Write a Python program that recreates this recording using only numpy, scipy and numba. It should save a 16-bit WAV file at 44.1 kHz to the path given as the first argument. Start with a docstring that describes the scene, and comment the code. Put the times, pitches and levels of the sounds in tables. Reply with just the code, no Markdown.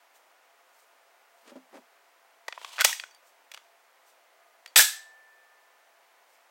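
"""A pistol is loaded close to the microphone, over a wooden crate in a small room with air noise and a fan.
Skin brushes the grip; a magazine tips and drags on the boards, which answer as damped modes. It clicks and
scrapes up the grip, slips past the catch and is slapped home, and its rounds shake. Loose parts tick, the
thumb loads the catch, and the slide runs forward on its spring and slams shut, leaving a thin steel ring.
Blows are bursts of modes, rubbing is grainy noise, and a limiter squeezes the loudest blows."""
import sys
import numpy as np
from scipy import signal
from scipy.fft import rfft, irfft
from scipy.io import wavfile
from scipy.ndimage import uniform_filter1d, minimum_filter1d
from numba import njit

SR = 44100
rng = np.random.default_rng(int(sys.argv[2]) if len(sys.argv) > 2 else 0)


def store_pcm(level_fs):
    """Save levels as 16-bit WAV."""
    pcm = np.round(np.clip(level_fs, -1, 1) * 32767).astype(np.int16)
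    wavfile.write(sys.argv[1], SR, np.atleast_2d(pcm).T)


N = 286723
T = np.arange(N) / SR  # s
AGE = T[:SR // 8]  # time since a blow, s
SPRING_HZ = 4600  # note of the springs among the ringing parts

# The magazine dragged over the boards. Each row: middle in seconds, length in seconds,
# scrape level in dB, judder level at mid-stroke in dB.
DRAGS = [(1.488, .056, -54.5, -64), (1.756, .054, -57.5, -45.5)]
# Colour of the magazine's sliding contact with the grip. Each row: frequency in Hz, level in dB.
FEED_SPECTRUM = [(120, -53), (400, -17.5), (950, 3.5), (1600, -6.5), (3000, 3), (5500, -6), (8000, -7),
                 (10500, -14), (16000, -18.5)]


def undb(db):
    """Decibels are logarithmic: 20 dB is a factor of ten in amplitude."""
    return 10 ** (np.asarray(db) / 20)


def fade(t, t60):
    """Exponential decay: viscous loss takes 60 dB in t60 seconds."""
    return np.exp(-np.log(1000) * t / np.maximum(t60, 1e-4))


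def unit(x):
    """Normalization to unit mean power."""
    return x / np.sqrt(np.mean(x ** 2))


def crest(x, size=128):
    """Short-time power: the loudest three milliseconds are scaled to rms 1."""
    return x / np.sqrt(uniform_filter1d(x ** 2, size).max())


def add(out, s, x):
    """Superposition: x is mixed into out from s seconds."""
    i = int(s * SR)
    out[i:i + len(x)] += x[:N - i]


def colour(x, points, size=2048):
    """Minimum-phase filtering through points in (Hz, dB): folding the cepstrum makes the response causal."""
    hz, db = np.transpose(points)
    f = np.maximum(np.fft.rfftfreq(size, 1 / SR), 1)
    gain_db = np.interp(np.log(f), np.log(hz), db)
    cepstrum = irfft(np.log(undb(gain_db)))
    cepstrum[1:size // 2] *= 2
    cepstrum[size // 2 + 1:] = 0
    response = irfft(np.exp(rfft(cepstrum)))
    return signal.fftconvolve(x, response)[:len(x)]


def mode(t, hz, t60):
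    """Free vibration: a damped mode is a sine under an exponential decay."""
    return np.sin(2 * np.pi * hz * t) * fade(t, t60)


def stroke(t, middle, length):
    """A movement swells and dies away as a Gaussian, 6 dB down at the ends of its length."""
    return .5 ** ((2 * (t - middle) / length) ** 2)


def rub(level, spectrum, grain_db, patchy_db, size=24):
    """Sliding friction: surface bumps catch and slip in tiny grains, which crowd into uneven patches."""
    grains = np.repeat(grain_db * rng.standard_normal(N // size + 1), size)[:N]
    patch_points = patchy_db * rng.standard_normal(N // size)
    patches = np.interp(np.arange(N) / (10 * size), np.arange(N // size), patch_points)
    noise = undb(grains + patches) * rng.standard_normal(N)
    return level * unit(colour(noise, spectrum))


def background(air_db=-62.5, width_hz=3):
    """Stationary noise: broadband air, and a distant fan's tones that waver as narrow bands of noise do."""
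    # Air noise. Each row: frequency in Hz, relative level in dB.
    air_spectrum = [(24, -85.5), (40, -59.5), (167, -35), (392, -12.5), (479, -10), (516, -8), (630, -7),
                    (680, -2.5), (733, -5.5), (810, -4), (1150, -7.5), (2050, -9), (3650, -18),
                    (14800, -26.5), (16000, -18.5)]
    # Tones of the fan. Each row: frequency in Hz, rms level in dB.
    fan_tones = [(522.2, -83.5), (629.8, -83.5), (683.7, -75), (1007, -82.5), (1227, -81), (1443, -80.5)]
    air = undb(air_db) * unit(colour(rng.standard_normal(N), air_spectrum))
    f = np.fft.rfftfreq(N, 1 / SR)
    bands = np.zeros(len(f))
    for hz, db in fan_tones:
        peak = undb(db) * np.sqrt(SR / np.pi / width_hz)  # gives each band its rms level
        bands += peak / (1 + ((f - hz) / width_hz) ** 2)
    fan = irfft(rfft(rng.standard_normal(N)) * bands, N)
    return air + fan


def room(x, level_db=-14, build_s=0.0096, gap_s=0.0021):
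    """Reverberation: reflections thicken after a short gap and die away at a rate set by frequency."""
    # Reflections of the room. Each row: frequency in Hz, relative level in dB, t60 in seconds.
    reflections = [(150, -19, .2), (400, -15, 0.095), (800, -5.5, 0.31), (1722, -6, 0.37),
                   (3500, -1.5, 0.36), (7500, 0.5, 0.35), (10500, 1.5, 0.28), (16000, -0.5, 0.27)]
    hz, db, t60 = np.transpose(reflections)
    f, t, cells = signal.stft(rng.standard_normal(SR), SR, nperseg=256)
    decay = fade(t, np.interp(f, hz, t60)[:, None])
    tail = signal.istft(cells * decay)[1][:SR]
    tail = tail * (1 - np.exp(-np.maximum(T[:SR] - gap_s, 0) / build_s))
    tail = colour(tail / np.sqrt(np.sum(tail ** 2)), np.column_stack([hz, db]))
    return undb(level_db) * signal.fftconvolve(x, tail)[:N]


def hand():
    """Light friction: skin brushes the grip in short strokes."""
    # The hand shifting on the grip. 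Each row: middle in seconds, length in seconds, level in dB.
    brushes = [(0.163, 0.033, -62.5), (0.784, 0.12, -67.5), (1.41, 0.17, -73), (3.273, 0.066, -65),
               (4.09, .055, -65.5), (6.33, 0.076, -69)]
    # Colour of skin on the grip. Each row: frequency in Hz, level in dB.
    skin_spectrum = [(500, -27), (3000, -3.5), (6000, 0), (8500, 1), (10500, -7), (14000, -1),
                     (16000, -5.5)]
    level = sum(undb(db) * stroke(T, s, length) for s, length, db in brushes)
    return rub(level, skin_spectrum, grain_db=1.0, patchy_db=2.0)


def knocks(rows, rattle_db, rattle_t60=0.089):
    """Impact on a modal body: the longer the push, the duller the crate's boards answer."""
    # Modes of the crate. Each row: mean frequency in Hz, level in dB, t60 in seconds.
    crate_modes = [(187, -4.5, 0.19), (256, -1.5, 0.17), (339, 2, 0.052), (454, -1, 0.032), (576, 6, 0.085),
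                   (790, -3, 0.087), (1220, -20, .04), (1740, -10, .03)]
    # Colour of the rattle. Each row: frequency in Hz, level in dB.
    rattle_spectrum = [(150, -5), (300, 6), (700, 3.5), (1300, -9), (3300, -17.5), (8000, -27.5),
                       (16000, -37)]
    out = np.zeros(N)
    for s, db, contact_s in rows:
        boards = np.zeros(len(AGE))
        for hz, mode_db, t60 in crate_modes:
            detune = 1 + 0.023 * rng.standard_normal()
            boards += undb(mode_db) * mode(AGE, hz * detune, t60)
        push = signal.fftconvolve(boards, np.exp(-AGE / contact_s))[:len(AGE)]
        rattle = colour(rng.standard_normal(len(AGE)) * fade(AGE, rattle_t60), rattle_spectrum)
        knock = crest(push) + undb(rattle_db) * crest(rattle)
        knock = colour(knock, [(80, -53), (130, -24), (210, 17)])  # cuts the bass
        add(out, s, undb(db) * crest(knock))
    return out


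def judder(rate_hz=74, contact_s=0.00077, jitter_s=0.00102):
    """Intermittent contact: the dragged base skips over the wood grain in small, unevenly paced knocks."""
    rows = []
    for middle, length, _, db in DRAGS:
        for s in np.arange(middle - length / 2, middle + length / 2, 1 / rate_hz):
            start = s + jitter_s * rng.standard_normal()
            knock_db = db + 20 * np.log10(stroke(s, middle, length))
            rows.append((start, knock_db, contact_s))
    return rows


def pickup():
    """Impact and friction together: the magazine tips, scrapes and judders on the crate."""
    # The magazine tipping on the boards. Each row: start in seconds, level in dB, contact time in seconds.
    tips = [(1.5184, -46, .0002), (1.5560, -42, 0.00092), (1.563, -43.5, 0.0018)]
    # Colour of the scrape on wood. Each row: frequency in Hz, level in dB.
    scrape_spectrum = [(120, -37), (220, 8), (600, 2), (1200, 2.5), (3300, -5), (6000, -9.5), (9000, -12.5),
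                       (16000, -27)]
    level = sum(undb(db) * stroke(T, s, length) for s, length, db, _ in DRAGS)
    tipping = knocks(tips, rattle_db=-12.5)
    skipping = knocks(judder(), rattle_db=0.0)
    return tipping + skipping + rub(level, scrape_spectrum, grain_db=1.5, patchy_db=2.5)


def magazine(seated_s=2.848, rise_s=.008, hold_s=.055, shake_t60=.12, shake_db=-36.5):
    """Friction up the grip, then damped motion: the seated rounds shake on their spring and settle."""
    # Scrape of the magazine as it is pushed up the grip. Each row: time in seconds, level in dB.
    feed_levels = [(2.54, -62.5), (2.664, -48.5), (2.704, -50), (2.84, -47.5)]
    s, db = np.transpose(feed_levels)
    push = undb(np.interp(T, s, db, left=-140, right=-140))
    age = np.maximum(T - seated_s, 0)
    shake = undb(shake_db) * (1 - np.exp(-age / rise_s)) * fade(np.maximum(age - hold_s, 0), shake_t60)
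    scrape = rub(push, FEED_SPECTRUM, grain_db=2.5, patchy_db=3.0)
    return scrape + rub(shake, FEED_SPECTRUM, grain_db=3, patchy_db=4.0)


def slide(release_s=4.758, travel_s=0.034, clatter_t60=.085, level_db=-3):
    """Spring-driven motion: friction grows with speed over a quarter swing, then dies away as clatter."""
    # Colour of the running slide. Each row: frequency in Hz, level in dB.
    run_spectrum = [(60, -49.5), (200, -43), (340, -17), (600, -10), (1150, -9.5), (1650, 2), (2200, -2),
                    (4300, -2), (8500, 0), (10000, -5.5), (13000, -1.5), (16000, -10)]
    age = np.maximum(T - release_s, 0)
    speed = np.sin(np.pi / 2 * np.minimum(age / travel_s, 1))
    level = undb(level_db) * speed * fade(np.maximum(age - travel_s, 0), clatter_t60)
    return rub(level, run_spectrum, grain_db=2.14, patchy_db=0.5)


def rings(rise_s=.002):
    """Lightly damped resonance: magazine, barrel and springs sing on after a jolt."""
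    # Parts left ringing. Each row: start in seconds, frequency in Hz, level in dB, t60 in seconds.
    ringing_parts = [(4.794, 1766, -45, 2.35), (4.794, 770, -58, 1.7), (2.998, SPRING_HZ, -30, .024),
                     (4.678, SPRING_HZ, -46, .06), (3.110, SPRING_HZ, -57, .14),
                     (3.147, SPRING_HZ, -55.5, .09), (1.478, 3250, -64, .2)]
    out = np.zeros(N)
    for s, hz, db, t60 in ringing_parts:
        add(out, s, undb(db) * mode(T, hz, t60) * (1 - np.exp(-T / rise_s)))
    return out


def crack(envelope, count=2):
    """High modal density: a burst of so many modes that its spectrum is nearly even."""
    x = rng.standard_normal(len(envelope)) * envelope
    for _ in range(count):
        spectrum = rfft(x)
        flat = irfft(spectrum / np.abs(spectrum), len(x))
        x = flat * np.sqrt(envelope)
    return crest(x)


def slips(count=7, start_s=2.7818, gap_s=.0073, gap_ratio=.915):
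    """Stick-slip against the magazine catch: each slip comes sooner, harder and brighter than the last."""
    rows, s = [], start_s
    for k in range(count):
        note_hz = 1420 * np.exp(.1 * rng.standard_normal())
        level_db, treble_db = -29 + 1.88 * k, -23.5 + 2.7 * k
        rows.append((s, level_db, note_hz, -1.5, -7, treble_db))  # columns as in the table of blows
        s += gap_s * gap_ratio ** k
    return rows


def strikes(frame_db=-9.5, bass_hz=600, body_hz=2300, treble_hz=8000, treble_lift_db=5, rise_s=.0006):
    """Impact of steel on steel in a fist: a dense crack, the frame's modes and the struck part's own note."""
    # Colour of the contact. Each row: frequency in Hz, level in dB.
    steel_spectrum = [(60, -23), (150, -26), (300, -15), (600, 5), (1200, 3), (2500, 2.5), (5000, 2),
                      (8500, -0.5), (10000, -4.5), (13000, -3), (16000, -5.5)]
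    # Resonances of frame and magazine. Each row: frequency in Hz, width in Hz before the hand's damping,
    # level in dB.
    frame_modes = [(1820, 84, -0.5), (2527, 73, 2), (3386, 54, 3.5), (4680, 46, -1.5), (5660, 120, -10),
                   (6270, 18, -5), (7760, 37, -9.5), (8580, 110, -8), (12900, 75, -13.5), (12000, 70, -4.5)]
    # Blows on the frame: the magazine finds the well, rides up, passes the catch, is slapped home and
    # settles; loose parts tick; the thumb loads the slide catch; the slide lets go, strips a round and locks.
    # Each row: start in seconds, level in dB before the bass cut, note in Hz, note level in dB,
    # bass in dB, treble in dB before the treble lift.
    blows = [ (2.4813, -28.5, 1950, -0.5, 8, -11), (2.4845, -33, 945, -3.5, -6, -21),
             (2.5243, -33, 1720, -10, -8.5, -27), (2.5767, -33.5, 1005, 6.5, 2, -39),
             (2.6144, -42, 980, 1, 4, -16), (2.646, -31.5, 1103, -3, -7, -18),
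             (2.8085, -16.5, 2160, -4, -20, -1), (2.8427, -21.5, 2600, -1, -9, -3),
             (2.8463, -5, 10600, -14, -8, -0.5), (2.8484, -4.5, 1933, -8.5, -3, -8.5),
             (2.928, -24.5, 1870, 4, -21, -6), (2.9975, -29, 3200, -6, -18.5, -19),
             (3.0368, -33.5, 1500, -0.5, -5.5, -26), (3.110, -54, 6000, 2.5, -11.5, -5),
             (3.1467, -54.5, 9000, -6, -11.5, -5), (3.5156, -43.5, 2480, -7.5, -13.5, -5),
             (3.517, -38, 2430, -2, -13, -11.5), (3.5381, -42.5, 5840, -4.5, -4.5, -10),
             (3.5441, -37.5, 2896, -3, -4.5, -10), (3.5653, -52, 4510, -10, -6, -13),
             (3.5742, -41.5, 1238, -1.5, -5.5, -20.5), (4.6597, -38.5, 1910, -6, -12.5, -13.5),
             (4.676, -51.5, 7000, -9, -10.5, -7.5), (4.758, -15.5, 2420, -11, -11, -1.5),
             (4.7604, -4.5, 3380, -5, -6.5, -8.5), (4.7650, -1, 8000, 0, -13.5, -13.5),
             (4.7774, -1.5, 3740, -5, -4, 9), (4.7941, 1, 1708, 5, -8.5, -13.5)]
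    out = np.zeros(N)
    contact = 1 - np.exp(-AGE / rise_s)  # the faces take a moment to bear fully
    for s, db, note_hz, note_db, low_db, high_db in blows + slips():
        t60 = .025 * 2 ** (db / 80.5)  # harder blows ring longer, doubling every 80.5 dB
        # every point of contact drives the resonances differently; the hand damps them within milliseconds
        frame = np.zeros(len(AGE))
        for hz, width, mode_db in frame_modes:
            sign = rng.choice([-1, 1])
            frame += undb(mode_db) * sign * mode(AGE, hz, 1 / (width / 2 + .5 / t60))
        burst = crack(fade(AGE, 1.5 * t60) * contact)
        body = colour(burst + undb(frame_db) * crest(frame * contact), steel_spectrum)
        bright_db = high_db + treble_lift_db
        top_db = bright_db + min(high_db, 0)  # a soft contact keeps falling off towards the top
        tilt = [(bass_hz, low_db), (body_hz, 0), (treble_hz, bright_db), (3.0 * treble_hz, top_db)]
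        note = crest(mode(AGE, note_hz, t60) * contact)
        hit = crest(colour(body, tilt)) + undb(note_db) * note
        add(out, s, undb(db) * crest(hit))
    # the deep bass of the blows is cut
    return colour(out, [(50, -26.0), (170, -20.5), (340, -1)])


def scene():
    """Superposition of sources: each group sounds from its own place and so has its own reflections."""
    sources = [pickup() + hand(), strikes(), magazine() + slide()]
    in_room = sum(x + room(x) for x in sources)
    return (in_room + rings() + background())[None]


@njit
def follow(x, attack, release):
    """Envelope detection: a one-pole average with separate rates for rising and falling."""
    out, e = np.empty(len(x)), 0.
    for i in range(len(x)):
        e += (x[i] - e) * (attack if x[i] > e else release)
        out[i] = e
    return out


def record(dry, knee_db=-8.0, attack_s=0.0003, release_s=0.0048, ceiling=1.0, top_hz=16000):
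    """Dynamic range limiting: gain falls under the blows, what slips past is rounded, rumble and top are cut."""
    lowpass = signal.ellip(10, .2, 80, top_hz, fs=SR, output="sos")
    x = signal.sosfilt(lowpass, dry[0])
    envelope = follow(np.abs(x), min(1 / (attack_s * SR), 1), 1 / (release_s * SR))
    gain = np.minimum(1, undb(knee_db) / (envelope + 1e-9))
    gain = uniform_filter1d(minimum_filter1d(gain, size=24), size=24)  # it looks a little ahead
    rounded = ceiling * np.tanh(x * gain / ceiling)
    rounded = colour(rounded, [(60, -17), (130, -9), (220, 0.5)])
    return signal.sosfilt(lowpass, rounded)[None]


dry = scene()
out = record(dry)
store_pcm(out)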